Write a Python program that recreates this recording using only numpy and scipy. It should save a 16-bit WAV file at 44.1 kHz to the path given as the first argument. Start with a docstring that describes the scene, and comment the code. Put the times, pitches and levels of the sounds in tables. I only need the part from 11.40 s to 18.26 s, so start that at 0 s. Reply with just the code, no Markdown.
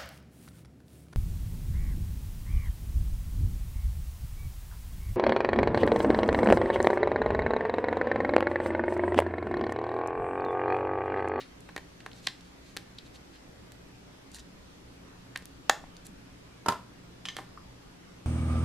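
"""Long fingernails tap and slide on a small metal powder compact, close by in a quiet room. The lid snaps
shut, the compact is set down on a table and a second case is lifted off a tray. Each contact is a short
force pulse that excites the damped normal modes of the body it meets; the room adds reflections.
Behind it all a motor hums faintly over microphone hiss."""
import sys
import numpy as np
from scipy import signal
from scipy.io import wavfile
from scipy.ndimage import uniform_filter1d

SR = 44100
rng = np.random.default_rng(int(sys.argv[2]) if len(sys.argv) > 2 else 0)


def wrap_up_sound(samples):
    """Save the sound to the file named by the first command line argument, as 16-bit audio."""
    columns = np.atleast_2d(samples).T
    # keep every value between -1 and 1, then stretch to whole-number steps
    tamed = np.clip(columns, -1, 1)
    steps = np.round(tamed * 32767).astype(np.int16)
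    wavfile.write(sys.argv[1], SR, steps)


N = 302526


# Modes of the open compact: f/Hz, relative level/dB, T60/s
OPEN_MODES = [(344, 17, 0.025), (760, 8, 0.04), (1090, 4.5, 0.035), (571, 5, 0.0266), (1624, 6, 0.037),
              (1860, 11, 0.024), (2230, 2, 0.033), (2620, 11.5, 0.01), (3150, 1.5, 0.029), (3740, 4, 0.029),
              (4140, 6, 0.02), (4484, 10.5, 0.0083), (5800, 4, 0.005), (6915, -0.5, 0.018),
              (7700, 4.5, 0.012), (9700, 10, 0.0048)]
# Bursts that make up the taps: t/s, level/dB (rms if packed into 1 ms), centre/octaves above 1 kHz,
# breadth/octaves, burst time/ms, factor on T60 (small when fingers damp the body).
# A fading ring opens; the tap at 0.363 s has two layers, a broad click and a narrow ring near 1.7 kHz.
TAP_BURSTS = [(0.0, -33.5, 1.74, 0.85, 22, 0.39), (.2055, -50.5, 3.1, 0.9, 0.43, 0.67),
              (.287, -37, 0.19, 1.3, 5.8, .35), (.3632, -27.5, 0.5, 2.7, 0.46, 0.52),
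              (.3637, -28.5, 0.8, .3, .5, 0.66), (.3772, -30.5, 0.2, 2.2, 2.3, 0.59),
              (.603, -43, 1.53, 1, 3, 0.47), (.662, -29.5, 0.32, 1.6, 1.8, 0.38),
              (.714, -44.5, 1.64, 0.55, 2.5, 0.45), (.731, -44.5, 2.1, 0.59, 1.9, 0.43),
              (.8678, -29, 1.95, 1.3, 2.5, 0.3), (.871, -17.5, 2.04, 0.44, 0.3, 0.32),
              (.8728, -22.5, 0.63, 1, 0.73, 0.4), (.8842, -37, 2, 0.8, 0.5, .4),
              (1.008, -49, 2.25, 1.1, 1.5, 0.62), (1.3662, -28.5, 2, 4.8, 0.92, 0.44),
              (1.371, -27.5, 1.83, 1.2, 0.69, 0.34), (1.584, -34, 1.96, 0.48, 3.2, 0.32),
              (2.32, -45, 3.35, 2.4, 0.45, 0.52), (2.9165, -47, 2.8, .8, 0.87, 0.71),
              (2.9455, -39, 2.7, 1.6, 0.41, .5), (2.964, -46, .85, .3, 0.96, 0.66),
              (2.985, -46, 2.1, 1.2, 0.9, .5), (2.9942, -45, 2.7, 0.6, .7, .5),
              (3.001, -46, 2.3, 0.7, 0.81, 0.55), (3.9555, -38.5, 0.73, 0.57, 1.6, .5),
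              (3.9595, -23.5, 1, 1.37, 0.18, 0.63), (3.974, -35.5, 3.2, 2.6, 0.42, 0.42),
              (4.023, -46, 1.8, 2.7, 0.59, .5), (4.0555, -40, 3.3, 1.3, 0.3, 0.31),
              (4.567, -43, 2.4, 0.6, 0.81, .5), (4.667, -40.5, 3, 0.82, 0.26, .5)]
def nail_taps():
    """Damped vibration: nail taps ring the open compact, some with a short echo about 14 ms later."""
    return modal_bursts(TAP_BURSTS, OPEN_MODES, crack_db=30, crack_t60=0.025)


# Strokes of skin and nail: t/s, duration/s, rms level/dB, centre/octaves above 1 kHz
STROKES = [(0.719, 0.11, -64, 2.36), (0.805, 0.09, -60.5, 2.4), (1.001, 0.12, -70.5, 2.05),
           (1.213, 0.15, -67, 2.34), (1.633, 0.061, -65.5, 2.14), (1.726, 0.0578, -60, 2.13),
           (1.917, 0.067, -64.5, 1.85), (2.922, 0.066, -55, 2.65), (2.972, 0.047, -60.5, 2.2),
           (4.64, 0.041, -60, 2.8)]
def finger_slides(grain_db):
    """Stick-slip friction: dense slips of uneven size lightly ring the damped compact."""
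    out = np.zeros(N)
    body = modal_response(OPEN_MODES, rng.standard_normal(1024), ring=0.46, crack_db=29, crack_t60=0.034)
    for start, duration, db, centre in STROKES:
        stroke = np.hanning(round(duration * SR))
        slips = rng.standard_normal(len(stroke))
        slips *= gain_of(grain_db * np.minimum(rng.exponential(size=len(stroke)), 4))
        rub = contact_filter(signal.fftconvolve(slips * stroke, body), centre, breadth=0.93)
        add(out, start, gain_of(db) * unit_rms(rub))
    return out


# Modes of the shut compact: f/Hz, relative level/dB, T60/s
SHUT_MODES = [(397, -15, 0.012), (794, 7, 0.016), (1000, 6.5, 0.012), (1770, 0, 0.015), (2320, -8, 0.013),
              (3134, 0.5, 0.0093), (3520, 0.5, 0.012), (4400, -16, 0.011), (5700, -11, 0.01),
              (6650, -2, 0.0095), (7250, -5, 0.01)]
# Bursts of the lid: t/s, level/dB, centre/octaves, breadth/octaves, burst time/ms, factor on T60
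LID_BURSTS = [(4.2945, -19.5, 1.36, 1.4, 0.9, 1), (4.2961, -6, 1.12, 2.4, 0.34, 0.92),
              (4.439, -37.5, -0.34, 0.67, 1.02, 0.53)]
def lid_snap():
    """Impulsive excitation: the lid's brief, hard contact rings the fast-decaying shut case."""
    return modal_bursts(LID_BURSTS, SHUT_MODES, crack_db=15.5, crack_t60=0.011)


# Modes of the table top: f/Hz, relative level/dB, T60/s
TABLE_MODES = [(85.4, 6, 0.29), (198, 7.5, 0.19), (278, -5, 0.086), (410, 2.5, 0.093), (640, 7, 0.047),
               (950, 6.5, 0.087), (1030, 3, 0.11), (1318, 8.5, 0.049), (1730, -8, 0.055), (2020, -6, 0.042),
               (2980, -4.5, 0.039), (4850, 0, 0.025)]
# Bursts of the landing: t/s, level/dB, centre/octaves, breadth/octaves, burst time/ms, factor on T60
LANDING_BURSTS = [(5.26, -19.5, -0.35, 2.1, 2.5, 0.37), (5.2835, -10, 0.48, 2.4, 1.6, 0.48),
                  (5.297, -25, 0.31, 1.6, 1.6, 0.52), (5.322, -29, 1, 1.9, 1.2, .4)]
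def table_knock():
    """Free vibration: the table top rings on in its low modes after the compact lands."""
    return modal_bursts(LANDING_BURSTS, TABLE_MODES, crack_db=26.5, crack_t60=0.091)


# Modes of the tray: f/Hz, relative level/dB, T60/s
TRAY_MODES = [(332, 21.5, 0.022), (764, 8.5, 0.054), (1170, 12, 0.021), (1790, 3.5, 0.057),
              (2150, 4.5, 0.028), (2960, 0, 0.028), (3160, 3.5, 0.04), (3520, -4.5, 0.018),
              (4000, -7, 0.041), (5030, -7, 0.069), (6200, 10.5, 0.0093), (7400, 6, 0.013)]
# Bursts of the lifting: t/s, level/dB, centre/octaves, breadth/octaves, burst time/ms, factor on T60
LIFT_BURSTS = [(5.8535, -27, 1.7, 0.85, 2, 0.61), (5.859, -33.5, 2, 0.92, 1.2, 0.41),
               (5.8858, -24.5, 1.8, 0.68, 1.5, 0.99), (5.967, -27.5, 1.9, 1.4, 0.54, .4),
               (5.9855, -28.5, 0.27, 1.2, 4.7, 0.62), (6.174, -35.5, 0.29, 0.24, 1.4, 0.3)]
def tray_clatter():
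    """Repeated impact: a second case knocks the tray as it is lifted off."""
    return modal_bursts(LIFT_BURSTS, TRAY_MODES, crack_db=28.5, crack_t60=0.023)


def modal_bursts(rows, modes, crack_db, crack_t60):
    """Convolution: each row is a burst of noise that builds and dies, sent through the body's modes."""
    out, t = np.zeros(N), np.arange(4096) / SR
    for start, db, centre, breadth, burst_ms, ring in rows:
        burst_noise, body_noise = rng.standard_normal((2, 8192))
        burst = whiten(burst_noise[:len(t)] * t * np.exp(-2000 * t / burst_ms))
        body = modal_response(modes, body_noise, ring, crack_db, crack_t60, grip=0.0033)
        sound = contact_filter(signal.fftconvolve(burst, body)[:8192], centre, breadth)
        rms_in_1ms = np.sqrt(np.sum(sound ** 2) / SR * 1000)
        add(out, start, gain_of(db) * sound / rms_in_1ms)
    return out


def modal_response(modes, noise, ring, crack_db, crack_t60, grip=0):
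    """Modal superposition: clear resonances stand on a crack of modes too dense to tell apart."""
    hz, t = abs(np.fft.fftfreq(len(noise), 1 / SR)), np.arange(len(noise)) / SR
    power = gain_of(crack_db) ** 2
    for (mode_hz, db, t60), shift in zip(modes, grip * noise[::-1]):
        detuning = 2 * np.pi * (hz - mode_hz * (1 + shift))  # each grip bends the modes a little
        damping = np.log(1000) / (t60 * ring)
        power = power + (gain_of(db) * SR / 2) ** 2 / (damping ** 2 + detuning ** 2)
    crack = whiten(gain_of(-60 * t / (crack_t60 * ring)) * noise)
    return np.fft.ifft(np.fft.fft(crack) * minimum_phase(np.log(power) / 2)).real


def contact_filter(x, centre, breadth, steepness=1.22):
    """Selective excitation: a contact's place and hardness pick a bell-shaped band of the spectrum."""
    octave = np.log2(abs(np.fft.fftfreq(len(x), 1 / SR)) / 1000 + 1e-3)
    log_gain = -steepness * np.log1p(((octave - centre) / breadth) ** 2)
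    log_gain -= np.exp(4.4 * (octave - 3.85))  # above about 10 kHz the treble of every hit and rub fades, whatever the contact
    return np.fft.ifft(np.fft.fft(x) * minimum_phase(log_gain)).real


def whiten(burst, gap_share=0.4):
    """Inverse filtering: the spectrum evens out; the scatter in time and the deepest gaps stay."""
    spectrum = np.fft.fft(burst)
    magnitude = abs(spectrum) + gap_share * abs(spectrum).mean() + 1e-9
    return np.fft.ifft(spectrum / minimum_phase(np.log(magnitude))).real


def minimum_phase(log_gain):
    """Causality: the Hilbert transform gives the phase that belongs to a log gain."""
    return np.conj(np.exp(signal.hilbert(log_gain)))


def gain_of(db):
    """Amplitude ratio of a level in decibels."""
    return 10 ** (np.asarray(db) / 20)


def unit_rms(x):
    """Normalisation to rms 1."""
    return x / np.sqrt(np.mean(x ** 2) + 1e-20)


def curve_at(points, hz):
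    """Interpolation on a log-frequency axis."""
    f, value = np.transpose(points)
    return np.interp(np.log(hz + 1), np.log(f + 1), value)


def add(mix, start, sound):
    """Superposition of a sound from start/s on."""
    part = mix[max(round(start * SR), 0):][:len(sound)]
    part += sound[:len(part)]


def direct_path(x, pan_db, lag_samples, shade_db):
    """Diffraction: the housing bends treble differently to two ports; level and delay pan the sound."""
    housing = whiten(rng.standard_normal(256) * np.hanning(256) * (np.arange(256) < 40))
    side = gain_of(shade_db) * signal.oaconvolve(np.diff(x, prepend=0), housing)[:N]
    left = np.roll(x, lag_samples) * gain_of(pan_db / 2) + side
    right = x * gain_of(-pan_db / 2) - side
    return np.array([left, right])


# Early reflections off table top, hands and walls: t/s, level/dB
REFLECTIONS = [(.0035, -27.5), (.0065, -15.5), (0.014, -21.5)]
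# Reverberation time: f/Hz, T60/s
ROOM_DECAY = [(200, 0.32), (1000, 0.29), (4000, 0.28), (10000, 0.24)]
def room(x, tail_db=-14.5):
    """Reverberation: a few single echoes, then sparse reflections, each band dying at its own rate."""
    pulses = np.zeros((2, SR // 2))
    slots = np.arange(400, SR // 2 - 20, 20)  # the tail starts after 9 ms
    arrivals = slots + rng.integers(0, 20, (3, len(slots)))
    sign = rng.choice([-1., 1.], arrivals.shape)
    np.put_along_axis(pulses, arrivals[:2], 0.25 * sign[:2], 1)
    pulses[:, arrivals[2]] += sign[2]  # the microphone ports sit close and share much of the tail
    hz, t, bands = signal.stft(pulses, SR, nperseg=256)
    decay = gain_of(-60 * t / curve_at(ROOM_DECAY, hz)[:, None])
    tail = signal.istft(bands * decay, SR, nperseg=256)[1]
    tail *= gain_of(tail_db) / np.linalg.norm(tail[0])
    soft_echo = np.hanning(9) / 4  # cloth and skin dull the echoes
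    for delay, db in REFLECTIONS:
        for port, skew in zip(tail, rng.integers(0, 4, 2)):
            add(port, delay + skew / SR, gain_of(db) * soft_echo)
    return signal.fftconvolve(x[None], tail, axes=1)[:, :N]


# Motor lines: f/Hz, nominal level/dB, linewidth/Hz
MOTOR_LINES = [(59.8, -64, 2.9), (120.6, -61.5, 2.4), (176, -59.5, 4.1), (272.4, -63, 18)]
def motor_hum(steady, whine_hz=11390, whine_db=-88):
    """Random modulation: each motor line wavers about a steady tone; a thin whine lies above."""
    t, out = np.arange(N) / SR, np.zeros(N)
    for hz, db, width in MOTOR_LINES:
        pole = np.exp(-np.pi * width / SR)
        waver = unit_rms(signal.lfilter([1], [1, -pole], rng.standard_normal((2, N + SR)))[:, SR:])
        envelope = (steady + waver[0] + 1j * waver[1]) / np.hypot(steady, 1)
        out += gain_of(db) * (envelope * np.exp(2j * np.pi * hz * t)).real
    return out + gain_of(whine_db) * np.sin(2 * np.pi * whine_hz * t)


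# Noise floor: f/Hz, relative spectral level/dB
NOISE_SPECTRUM = [(12, -42), (20, -5), (70, -1.5), (123, -9.5), (182, -2.5), (222, -7), (270, -5.5),
                  (660, -15.5), (1530, -19), (5680, -27.5), (11100, -37.5), (13500, -40), (16000, -71)]
# Likeness of the noise at the two ports: f/Hz, correlation coefficient
NOISE_CORRELATION = [(60, 1), (180, 0.65), (550, -0.12), (1650, -0.053), (4970, -0.2), (15000, -0.0031)]
def hiss(rms_db=-54.5, flicker_db=1.43):
    """Partial coherence: room rumble is alike at both ports, the microphone hiss above it is not."""
    frames, hz = N // 512 + 5, np.fft.rfftfreq(2048, 1 / SR)
    a, b, c, d, flicker = rng.standard_normal((frames, 1025, 5)).T
    flicker = unit_rms(uniform_filter1d(uniform_filter1d(flicker, 12, 0), 8, 1))
    correlation = curve_at(NOISE_CORRELATION, hz)[:, None]
    left = a + 1j * b
    right = correlation * left + np.sqrt(1 - correlation ** 2) * (c + 1j * d)
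    colour = gain_of(curve_at(NOISE_SPECTRUM, hz)[:, None] + flicker_db * flicker)
    spectra = np.array([left, right]) * colour / np.sqrt(1 + correlation)
    noise = signal.istft(spectra, nperseg=2048, noverlap=1536)[1][:, :N]
    return gain_of(rms_db) * noise / noise.mean(0).std()


def scene():
    """Superposition of direct and reflected sound: hands in front, table and tray to the right."""
    hands = nail_taps() + finger_slides(grain_db=5.0) + lid_snap()
    table = table_knock()
    tray = tray_clatter()
    reflected = room(hands + gain_of(6.5) * (table + tray))
    direct = direct_path(hands, pan_db=-0.33, lag_samples=0, shade_db=-7)
    direct += direct_path(table, pan_db=-1.6, lag_samples=1, shade_db=8)
    direct += direct_path(tray, pan_db=-1.3, lag_samples=1, shade_db=-15)
    return direct + reflected + hiss() + motor_hum(steady=0.98)


def record(dry):
    """Band limiting: a linear-phase low-pass cuts off at 15.8 kHz."""
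    low_pass = signal.firwin(255, 15800, window=("kaiser", 9), fs=SR)
    return signal.oaconvolve(dry, low_pass[None], "same")


dry = scene()
out = record(dry)
wrap_up_sound(out)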